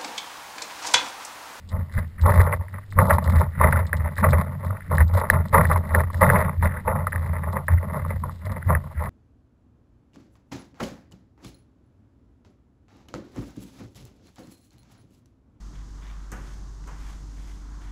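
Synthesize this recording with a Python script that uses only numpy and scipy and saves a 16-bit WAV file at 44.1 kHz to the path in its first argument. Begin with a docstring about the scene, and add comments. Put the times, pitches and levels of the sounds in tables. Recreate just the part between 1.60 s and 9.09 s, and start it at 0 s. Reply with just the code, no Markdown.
"""A walker crosses dry leaves and bark, heard by a camera shut in a plastic case on a carried mount.
Over steady hiss, crisp ticks and thin crackle come first; then feet land and drag, crunching in grains.
The crunch rings through the case, and each step also pushes and jolts the mount, which hums at its low mode.
Sharp snaps and soft noise swishes soon join in, and all of it goes on in uneven steps to the end.
The recorder samples at 12 kHz and holds each sample, so mirror copies of the sound lie around 12 kHz."""
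import sys
import numpy as np
from scipy import signal
from scipy.fft import rfft, irfft
from scipy.io import wavfile

SR = 44100
rng = np.random.default_rng(int(sys.argv[2]) if len(sys.argv) > 2 else 0)


def put_to_file(sound):
    """Save the sound as 16-bit audio at rate SR, in the file named by the first command-line argument."""
    columns = np.atleast_2d(sound).T  # one column per channel
    safe = np.clip(columns, -1, 1)
    whole_steps = np.round(safe * 32767)
    wavfile.write(sys.argv[1], SR, whole_steps.astype(np.int16))


def ratio_of_db(decibels):
    """Turn decibels (scalar or array-like) into linear amplitude factors; 0 dB maps to 1."""
    return 10 ** (np.asarray(decibels, float) / 20)


N = 330448  # length in samples

# What the case rings with, from low to high, in three groups.
# Each row: pitch in Hz, width in Hz (wider dies sooner), relative strength in dB.
CASE_BODY = [(395.4, 67.5, -7.5), (518, 132, -1.5), (621.5, 116, 2), (706, 32, -8.5), (877, 178, 0),
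             (1080, 224, -1.5), (1240, 228, -7), (1407.5, 118, -5)]
CASE_UPPER = [(1410, 506, 0), (1790, 243, 1.5), (1986, 263, 5), (2360, 250, -21), (2474, 130, -13)]
CASE_TREBLE = [(2900, 510, -5), (3590, 570, 1.5), (4083, 360, 4), (4720, 730, -2), (5500, 1400, -5.5)]
# A foot lands: sudden crunch that sags.
# Each row: start in seconds, length in seconds, level at the start in dB,
# upper case modes in dB relative to that level, jolt to the mount at the start in dB.
LANDINGS = [(0.126, 0.1, -35.5, -9.5, -34), (0.382, 0.023, -41, 0.5, -32.5),
            (0.659, 0.27, -16.5, -11.5, -24.5), (1.133, 0.036, -45, 0.5, -43.5),
            (1.391, 0.19, -18, -17, -21), (2.012, 0.19, -18.5, -6.5, -24.5),
            (2.63, 0.32, -20.5, -10, -24.5), (3.315, 0.076, -23.5, -10, -25),
            (3.724, 0.1, -25.5, -8.5, -25.5), (3.949, 0.057, -13, -9.5, -20.5),
            (4.1, 0.079, -23.5, -11, -24.5), (4.346, 0.043, -20.5, -7.5, -23.5),
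            (4.544, 0.01, -36.5, -7, -39), (4.622, 0.074, -15, -7, -22), (4.729, 0.16, -18.5, -8, -24),
            (5.028, 0.028, -24, -1.5, -26.5), (5.137, 0.031, -34, -1.5, -34.5),
            (5.274, 0.15, -23, -12.5, -28.5), (5.536, 0.24, -34, -8.5, -33.5),
            (6.101, 0.033, -36.5, -3, -34), (6.634, 0.013, -34, -11, -32.5), (6.686, 0.011, -47, -11, -41),
            (7.092, 0.027, -23.5, -11.5, -26.5)]


def evened(x):
    """Scales to rms 1."""
    return x / np.sqrt(np.mean(x ** 2) + 1e-20)


def slow(hz):
    """Smooth random wandering of rms 1, mostly slower than hz."""
    lowpass = signal.butter(2, hz, fs=SR, output="sos")
    return evened(signal.sosfilt(lowpass, rng.standard_normal(N)))


def filtered(x, response):
    """Passes x through an impulse response."""
    return signal.oaconvolve(x, response)[:N]


def ringing(modes):
    """Impulse response of energy 1; each mode swells and dies (a doubled pole), neighbours in opposite phase."""
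    t = np.arange(8192) / SR
    ring = np.zeros(len(t))
    for k, (hz, width, db) in enumerate(modes):
        swell_and_die = width ** 2 * t * np.exp(-np.pi * width * t)
        ring += (-1) ** k * ratio_of_db(db) * swell_and_die * np.sin(2 * np.pi * hz * t)
    return ring / np.linalg.norm(ring)


def blows(s, peak_db):
    """One impulse per event."""
    train = np.zeros(N)
    np.add.at(train, np.round(s * SR).astype(int), ratio_of_db(peak_db))
    return train


def grains(per_s, spread_db, clump_db, clump_hz):
    """Tiny breaks of random sign and size, coming in clumps, scaled to rms 1."""
    sign = rng.choice([-1., 1.], N)
    size = ratio_of_db(spread_db * np.minimum(rng.exponential(1, N), 2.4))
    breaks = rng.random(N) < per_s / SR
    clumps = ratio_of_db(clump_db * np.clip(slow(clump_hz), -3, 1.1))
    return evened(sign * size * breaks * clumps)


def envelope(rows, db, rise_db, drift_db, fall_db, ending=False):
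    """Summed power, every 1 ms, of events that rise, drift and fall in straight lines (slopes in dB per s).

    The level db holds at an event's start, or at its end if ending is set."""
    start, length = np.transpose(rows)[:2, :, None]
    t = np.arange(0, N / SR, 1 / 1000) - start
    rise = rise_db * np.minimum(t, 0)
    drift = drift_db * (np.clip(t, 0, length) - ending * length)
    fall = fall_db * np.maximum(t - length, 0)
    return (ratio_of_db(db[:, None] + rise + drift - fall) ** 2).sum(axis=0)


def gain(power, rest_db):
    """Gain per sample from power on the 1 ms grid, never under the rest level."""
    per_sample = np.interp(np.arange(N) / SR * 1000, np.arange(len(power)), power)
    return np.sqrt(per_sample + ratio_of_db(rest_db) ** 2)


def treads():
    """Power of crunch, upper crunch and jolt: landings sag from their start, drags swell to their end."""
    # A foot drags. 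Each row: start in seconds, length in seconds, level at the end in dB,
    # upper case modes in dB relative to that level, jolt to the mount at the end in dB.
    drags = [(0.35, 0.041, -47, 4, -56), (1.35, 0.059, -53, 1.5, -48), (1.968, 0.054, -42, 4, -35),
             (1.656, 0.16, -23, -8, -26.5), (1.004, 0.036, -45.5, -14, -56),
             (2.266, 0.22, -33, -6.5, -34.5), (2.57, .05, -40.5, 2, -40), (3.031, 0.093, -30, -10.5, -34.5),
             (3.537, 0.1, -24, -12, -33), (4.26, 0.054, -30, -9, -33), (5.627, 0.25, -30, -7.5, -36),
             (5.892, 0.089, -29.5, -16, -33), (6.227, .14, -26.5, -14.5, -33),
             (6.389, 0.13, -32.5, -7, -34.5), (6.867, 0.088, -31.5, -9, -31.5),
             (7.248, 0.058, -43, -16, -41.5), (7.417, .09, -28.5, -12, -32.5)]
    land, drag = np.transpose(LANDINGS), np.transpose(drags)
    land_slopes = dict(rise_db=747, drift_db=-52, fall_db=255)
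    drag_slopes = dict(rise_db=293, drift_db=44, fall_db=295.5, ending=True)
    body = envelope(LANDINGS, land[2], **land_slopes)
    body = body + envelope(drags, drag[2], **drag_slopes)
    upper = envelope(LANDINGS, land[2] + land[3], **land_slopes)
    upper = upper + envelope(drags, drag[2] + drag[3], **drag_slopes)
    jolt = envelope(LANDINGS, land[4], rise_db=345, drift_db=-35.5, fall_db=206)
    jolt = jolt + envelope(drags, drag[4], rise_db=262, drift_db=8, fall_db=215, ending=True)
    return body, upper, jolt


def hiss():
    """Faint steady noise of air and electronics."""
    # The colour of the hiss. Each row: frequency in Hz, relative strength in dB.
    hiss_colour = [(20, -15), (250, -9), (2500, -21.5), (6000, -29)]
    hz, db = np.transpose(hiss_colour)
    colour = ratio_of_db(np.interp(np.log(np.fft.rfftfreq(N, 1 / SR) + 1), np.log(hz), db))
    noise = irfft(rfft(rng.standard_normal(N)) * colour, N)
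    return ratio_of_db(-60) * evened(noise)


def ticks():
    """Crisp ticks heard only in the treble: each blow rings the treble modes, with a short fizz."""
    # Single crisp treble ticks; the one at 3.7 s is the crackle of overload.
    # Each row: time in seconds, peak of the ring in dB.
    treble_ticks = [(0.09, -39.5), (0.3244, -43), (0.389, -40.5), (0.6135, -33.5), (1.6416, -33),
                    (1.7581, -35.5), (2.1223, -38), (2.267, -35.5), (2.3306, -41.5), (2.368, -37.5),
                    (2.5566, -44), (2.5745, -35.5), (2.7067, -33), (3.4795, -40.5), (3.5443, -38),
                    (3.5982, -36), (3.7, -26), (3.9357, -38), (4.349, -33), (5.467, -43), (5.531, -53),
                    (5.56, -52), (5.9254, -41), (6.8533, -40), (6.9182, -40.5)]
    s, peak_db = np.transpose(treble_ticks)
    dying = np.exp(-np.arange(2000) / SR / 0.0084)  # time constant in s
    fizz = filtered(blows(s, peak_db - 21.0), dying) * rng.standard_normal(N)
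    ring = ringing(CASE_TREBLE)
    return filtered(blows(s, peak_db) + fizz, ring / abs(ring).max())


def crunch():
    """Leaves break in grains; part of the grains is common to all groups of modes."""
    # Bursts of thin leaf crackle that leak in through the air.
    # Each row: start in seconds, length in seconds, level at the start in dB.
    crackles = [(0.093, 0.017, -56), (0.332, 0.056, -58), (0.628, .09, -52), (0.744, 0.11, -51.5),
                (0.916, 0.034, -61.5), (1.307, 0.033, -61), (1.406, .18, -51), (1.644, 0.19, -54),
                (2.005, .19, -59), (2.24, 0.058, -71.5), (2.575, .08, -57), (2.693, .14, -57),
                (3.052, 0.017, -51.5), (3.315, 0.12, -53.5), (3.54, 0.052, -50.5), (3.698, 0.04, -56),
                (3.862, 0.029, -57), (3.931, .24, -51.5), (4.255, 0.045, -61), (4.335, 0.078, -55.5),
                (4.531, .3, -53.5), (5.018, 0.047, -58), (5.505, 0.22, -66.5), (5.93, 0.034, -70.5),
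                (6.058, 0.11, -60.5), (6.32, 0.56, -65), (6.841, 0.074, -74), (7.074, 0.031, -60.5),
                (7.417, .05, -61)]
    # Modes of the mount shaken by each jolt, and a high case mode that rubbing wakes.
    # Each row: pitch in Hz, width in Hz, relative strength in dB.
    mount = [(136.4, 20.9, 5.5), (169.8, 88, -2), (202.5, 84, -3)]
    scrape = [(3670, 340, 0)]
    body_power, upper_power, jolt_power = treads()
    level, upper_level = gain(body_power, rest_db=-62), gain(upper_power, rest_db=-66)
    jolt = gain(jolt_power, rest_db=-55)
    bursts = envelope(crackles, np.transpose(crackles)[2], rise_db=891, drift_db=-4, fall_db=700)
    crackle = gain(bursts, rest_db=-73)

    common = grains(700, spread_db=8.0, clump_db=6.5, clump_hz=32.8)
    body = 0.49 * common + 0.42 * grains(1300, spread_db=3.0, clump_db=8.5, clump_hz=33.0)
    upper = 0.84 * common + 0.3 * grains(700, spread_db=0.5, clump_db=21.0, clump_hz=46)
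    treble = 0.49 * common + 0.79 * grains(1400, spread_db=11.0, clump_db=14.5, clump_hz=69)
    rumble = 0.33 * common + 0.97 * grains(600, spread_db=5.5, clump_db=4.5, clump_hz=52)
    rubbing = ratio_of_db(-32.5) * rng.standard_normal(N)
    return (filtered(level * body, ringing(CASE_BODY))
            + filtered(upper_level * upper, ringing(CASE_UPPER))
            + filtered(upper_level * rubbing, ringing(scrape))
            + filtered(crackle * treble, ringing(CASE_TREBLE))
            + filtered(jolt * rumble, ringing(mount)))


def crush():
    """Under the falling weight many leaves break at once: a short dense roar in the case's lower modes."""
    start, length, level_db = np.transpose(LANDINGS)[:3]
    rows = np.transpose([start, np.minimum(length, 0.033)])  # only the first moment of a landing, in s
    power = envelope(rows, level_db - 3.5, rise_db=2500, drift_db=-39, fall_db=406)
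    dense = grains(5000, spread_db=2.5, clump_db=0.0, clump_hz=90)
    return filtered(gain(power, rest_db=-120) * dense, ringing(CASE_BODY))


def push():
    """Lumpy low noise that comes with each landing and follows the strength of its jolt."""
    jolt_db = np.transpose(LANDINGS)[4]
    power = envelope(LANDINGS, jolt_db - 7, rise_db=195, drift_db=-97, fall_db=84.5)
    lumps = ratio_of_db(0.84 * slow(13))
    noise = filtered(rng.standard_normal(N), ringing([(33, 320, 0)]))  # a very broad mode at 33 Hz
    return gain(power, rest_db=-59) * lumps * noise


def hum():
    """The mount's main mode: a wavering near-sine with a fuzz of noise around it."""
    # Louder stretches of the low hum; the long one from 5.57 s is its quiet, randomly beating floor.
    # Each row: start in seconds, length in seconds,
    # level at the start in dB before wavering and mixing, middle pitch of the mode in Hz.
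    stretches = [(0.137, 0.013, -23, 84.3), (0.184, 0.051, -23.5, 85.5), (.37, 0.026, -14, 84.5),
                 (0.624, 0.085, -16.5, 89.1), (0.768, 0.068, -13, 88), (0.855, 0.16, -24, 85.3),
                 (1.138, 0.045, -33.5, 97), (1.346, 0.1, -20.5, 93.2), (1.507, .04, -17.5, 85),
                 (1.686, 0.11, -14.5, 82.45), (1.863, 0.03, -25, 85), (2.015, .13, -16.5, 84),
                 (2.145, 0.17, -21, 85.65), (2.352, 0.1, -19.5, 82.5), (2.6, 0.075, -21, 89),
                 (2.736, 0.051, -18.5, 85.5), (3.074, 0.061, -23.5, 93), (3.4, 0.061, -13.5, 80.6),
                 (3.522, 0.054, -18.5, 84.85), (3.764, 0.042, -19.5, 86.6), (4.01, 0.17, -15.5, 85.83),
                 (4.31, 0.18, -23, 83), (4.556, 0.39, -23, 92.54), (4.999, 0.08, -14, 82.5),
                 (5.272, 0.21, -24, 88.65), (5.566, 0.54, -24, 81.8), (6.131, 0.042, -15.5, 86.84),
                 (6.444, 0.15, -24, 84.2), (6.87, 0.052, -24, 93), (7.08, 0.084, -16, 83),
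                 (7.37, 0.097, -26.5, 81.5)]
    # Noise around the main mode. Each row: pitch in Hz, width in Hz, relative strength in dB.
    fuzz_modes = [(85.1, 45.6, 0)]
    start, length, level_db, mode_hz = np.transpose(stretches)
    power = envelope(stretches, level_db, rise_db=519, drift_db=-23, fall_db=381.5)
    jolt = treads()[2]
    level = gain(power + ratio_of_db(2) ** 2 * jolt, rest_db=-41)  # jolts add to the hum, 2 dB up
    hz = np.interp(np.arange(N) / SR, start + length / 2, mode_hz)
    wavering_hz = hz * (1 + 0.038 * slow(10.2))
    tone = np.sqrt(2) * np.sin(2 * np.pi * np.cumsum(wavering_hz) / SR)
    fuzz = filtered(rng.standard_normal(N), ringing(fuzz_modes))
    return level * ratio_of_db(1.7 * slow(26)) * (0.85 * tone + 0.5 * fuzz)


def snaps():
    """A few cycles at the snap's pitch, a ring of the case, and a dying shower of grains behind it."""
    # Single snaps felt through the case. 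Each row: time in seconds, peak of the cycles in dB,
    # pitch in Hz, the shower of grains it sets off in dB relative to the peak.
    snap_rows = [(0.378, -22, 1700, -7), (0.598, -35.5, 1850, -12), (0.657, -35, 898, -22),
                 (0.72, -17, 1800, -20), (0.804, -13, 1870, -7), (0.926, -18, 2010, 0),
                 (1.009, -32, 915, -11), (1.063, -44, 910, -10), (1.083, -34, 1870, -18),
                 (1.185, -30.5, 1118, -44), (1.324, -29.5, 1940, -17), (1.387, -10, 1134, -5),
                 (1.496, -27, 1340, 8), (1.506, -6.5, 1320, -9.5), (1.527, -14.5, 1070, -14),
                 (1.583, -10.5, 951, -20), (1.764, -23.5, 1161, -4.5), (2.012, -7.5, 1076, -14),
                 (2.125, -10, 1510, -10.5), (2.159, -15, 1370, -23), (2.33, -10.5, 1710, -16),
                 (2.458, -23, 910, -40), (2.582, -18.5, 1790, -9.5), (2.64, -7, 1213, -9.5),
                 (2.73, -18, 1121, 0), (3.106, -22, 1221, -26), (3.315, -19, 1080, -22),
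                 (3.382, -12, 1770, -33), (3.404, -15, 1810, -3), (3.7, -0.5, 1790, -29),
                 (3.731, -23, 982.4, -2.5), (3.947, -6, 1148, -15), (4.053, -13.5, 1870, -14.5),
                 (4.113, -13, 1208, -4.5), (4.159, -12, 973, -10.5), (4.348, -7, 1780, -22.5),
                 (4.501, -27.5, 1100, -15), (4.544, -25, 1800, -21), (4.626, -9.5, 1094, -27.5),
                 (4.7, -5, 1697, -19), (4.735, -41.5, 932.3, -8.5), (4.755, -11.5, 1240, -1),
                 (5.025, -17.5, 946.7, -19), (5.278, -13.5, 920, -10), (5.469, -11.5, 1240, -19),
                 (5.529, -18, 1760, -27), (5.559, -18.5, 1833, -20), (5.967, -24.5, 967, -2),
                 (6.082, -13.5, 1730, -11.5), (6.449, -23.5, 1130, -42), (6.637, -20.5, 1020, -36),
                 (6.694, -27.5, 1120, -23), (7.104, -11.5, 1110, -27), (7.15, -14, 1830, -12),
                 (7.422, -27, 1014, -9)]
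    s, peak_db, pitch_hz, shower_db = np.transpose(snap_rows)
    t = np.arange(600) / SR
    cycles = np.zeros(N + 600)
    for at, peak, hz in zip(np.round(s * SR).astype(int), ratio_of_db(peak_db), pitch_hz):
        u = hz * t / 1.05  # swells for about two cycles, then dies
        cycles[at:at + 600] -= peak * (u / 2) ** 2 * np.exp(2 - u) * np.sin(2 * np.pi * hz * t)
    case = ringing(CASE_BODY) + 0.82 * ringing(CASE_UPPER)
    ring = filtered(blows(s, peak_db - 9), case / abs(case).max())
    dying = filtered(blows(s, peak_db + shower_db), np.exp(-np.arange(4000) / SR / 0.0093))
    shower = filtered(dying * grains(2500, spread_db=3.0, clump_db=3.0, clump_hz=80), case)
    return cycles[:N] + ring + shower


def swish():
    """Soft rubbing noise in the upper case modes, as of cloth or a shoe brushing leaves."""
    # Each row: start in seconds, length in seconds, level at the start in dB before fluttering.
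    swishes = [(.43, 0.075, -69), (0.603, 0.035, -50.5), (1.223, 0.055, -67), (1.926, 0.078, -52.5),
               (2.452, 0.055, -84), (3.178, 0.091, -54.5), (5.109, .05, -46.5), (5.48, .04, -53.5),
               (6.12, 0.066, -48), (6.454, 0.092, -62), (6.819, .05, -62.5), (7.025, 0.055, -50),
               (7.179, .04, -65), (7.36, 0.091, -50.5)]
    power = envelope(swishes, np.transpose(swishes)[2], rise_db=312, drift_db=11, fall_db=422)
    flutter = ratio_of_db(7.4 * slow(40))
    rubbing = gain(power, rest_db=-120) * flutter * rng.standard_normal(N)
    return filtered(rubbing, ringing(CASE_UPPER))


def scene():
    """All sounds meet at one microphone."""
    return (hiss() + ticks() + crunch() + crush() + push() + hum() + snaps() + swish())[None]


def roll_off(x):
    """The treble ends steeply here."""
    return signal.sosfilt(signal.butter(12, 15480, fs=SR, output="sos"), x)


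def record(dry):
    """Band limit, 12 kHz sampling with each sample repeated four times, overload and top edge."""
    hold_hz, repeats = 12000, 4
    band_limit = signal.firwin(121, 5800, window=("kaiser", 8), fs=SR)
    limited = signal.oaconvolve(dry, band_limit[None], "same")
    # sampling copies the band around 12 kHz
    mirrored = limited * (1 + 2 * np.cos(2 * np.pi * hold_hz * np.arange(N) / SR))
    hz = np.fft.rfftfreq(N, 1 / SR)
    hold = np.sinc(hz / hold_hz) / np.sinc(hz / (repeats * hold_hz))  # the staircase weakens the copies
    overloaded = np.clip(irfft(rfft(mirrored) * hold, N), -1, 1)
    top_edge = signal.firwin(101, 15600, window=("kaiser", 8), fs=SR)
    edged = signal.oaconvolve(overloaded, top_edge[None], "same")
    return roll_off(edged)


dry = scene()
out = record(dry)
put_to_file(out)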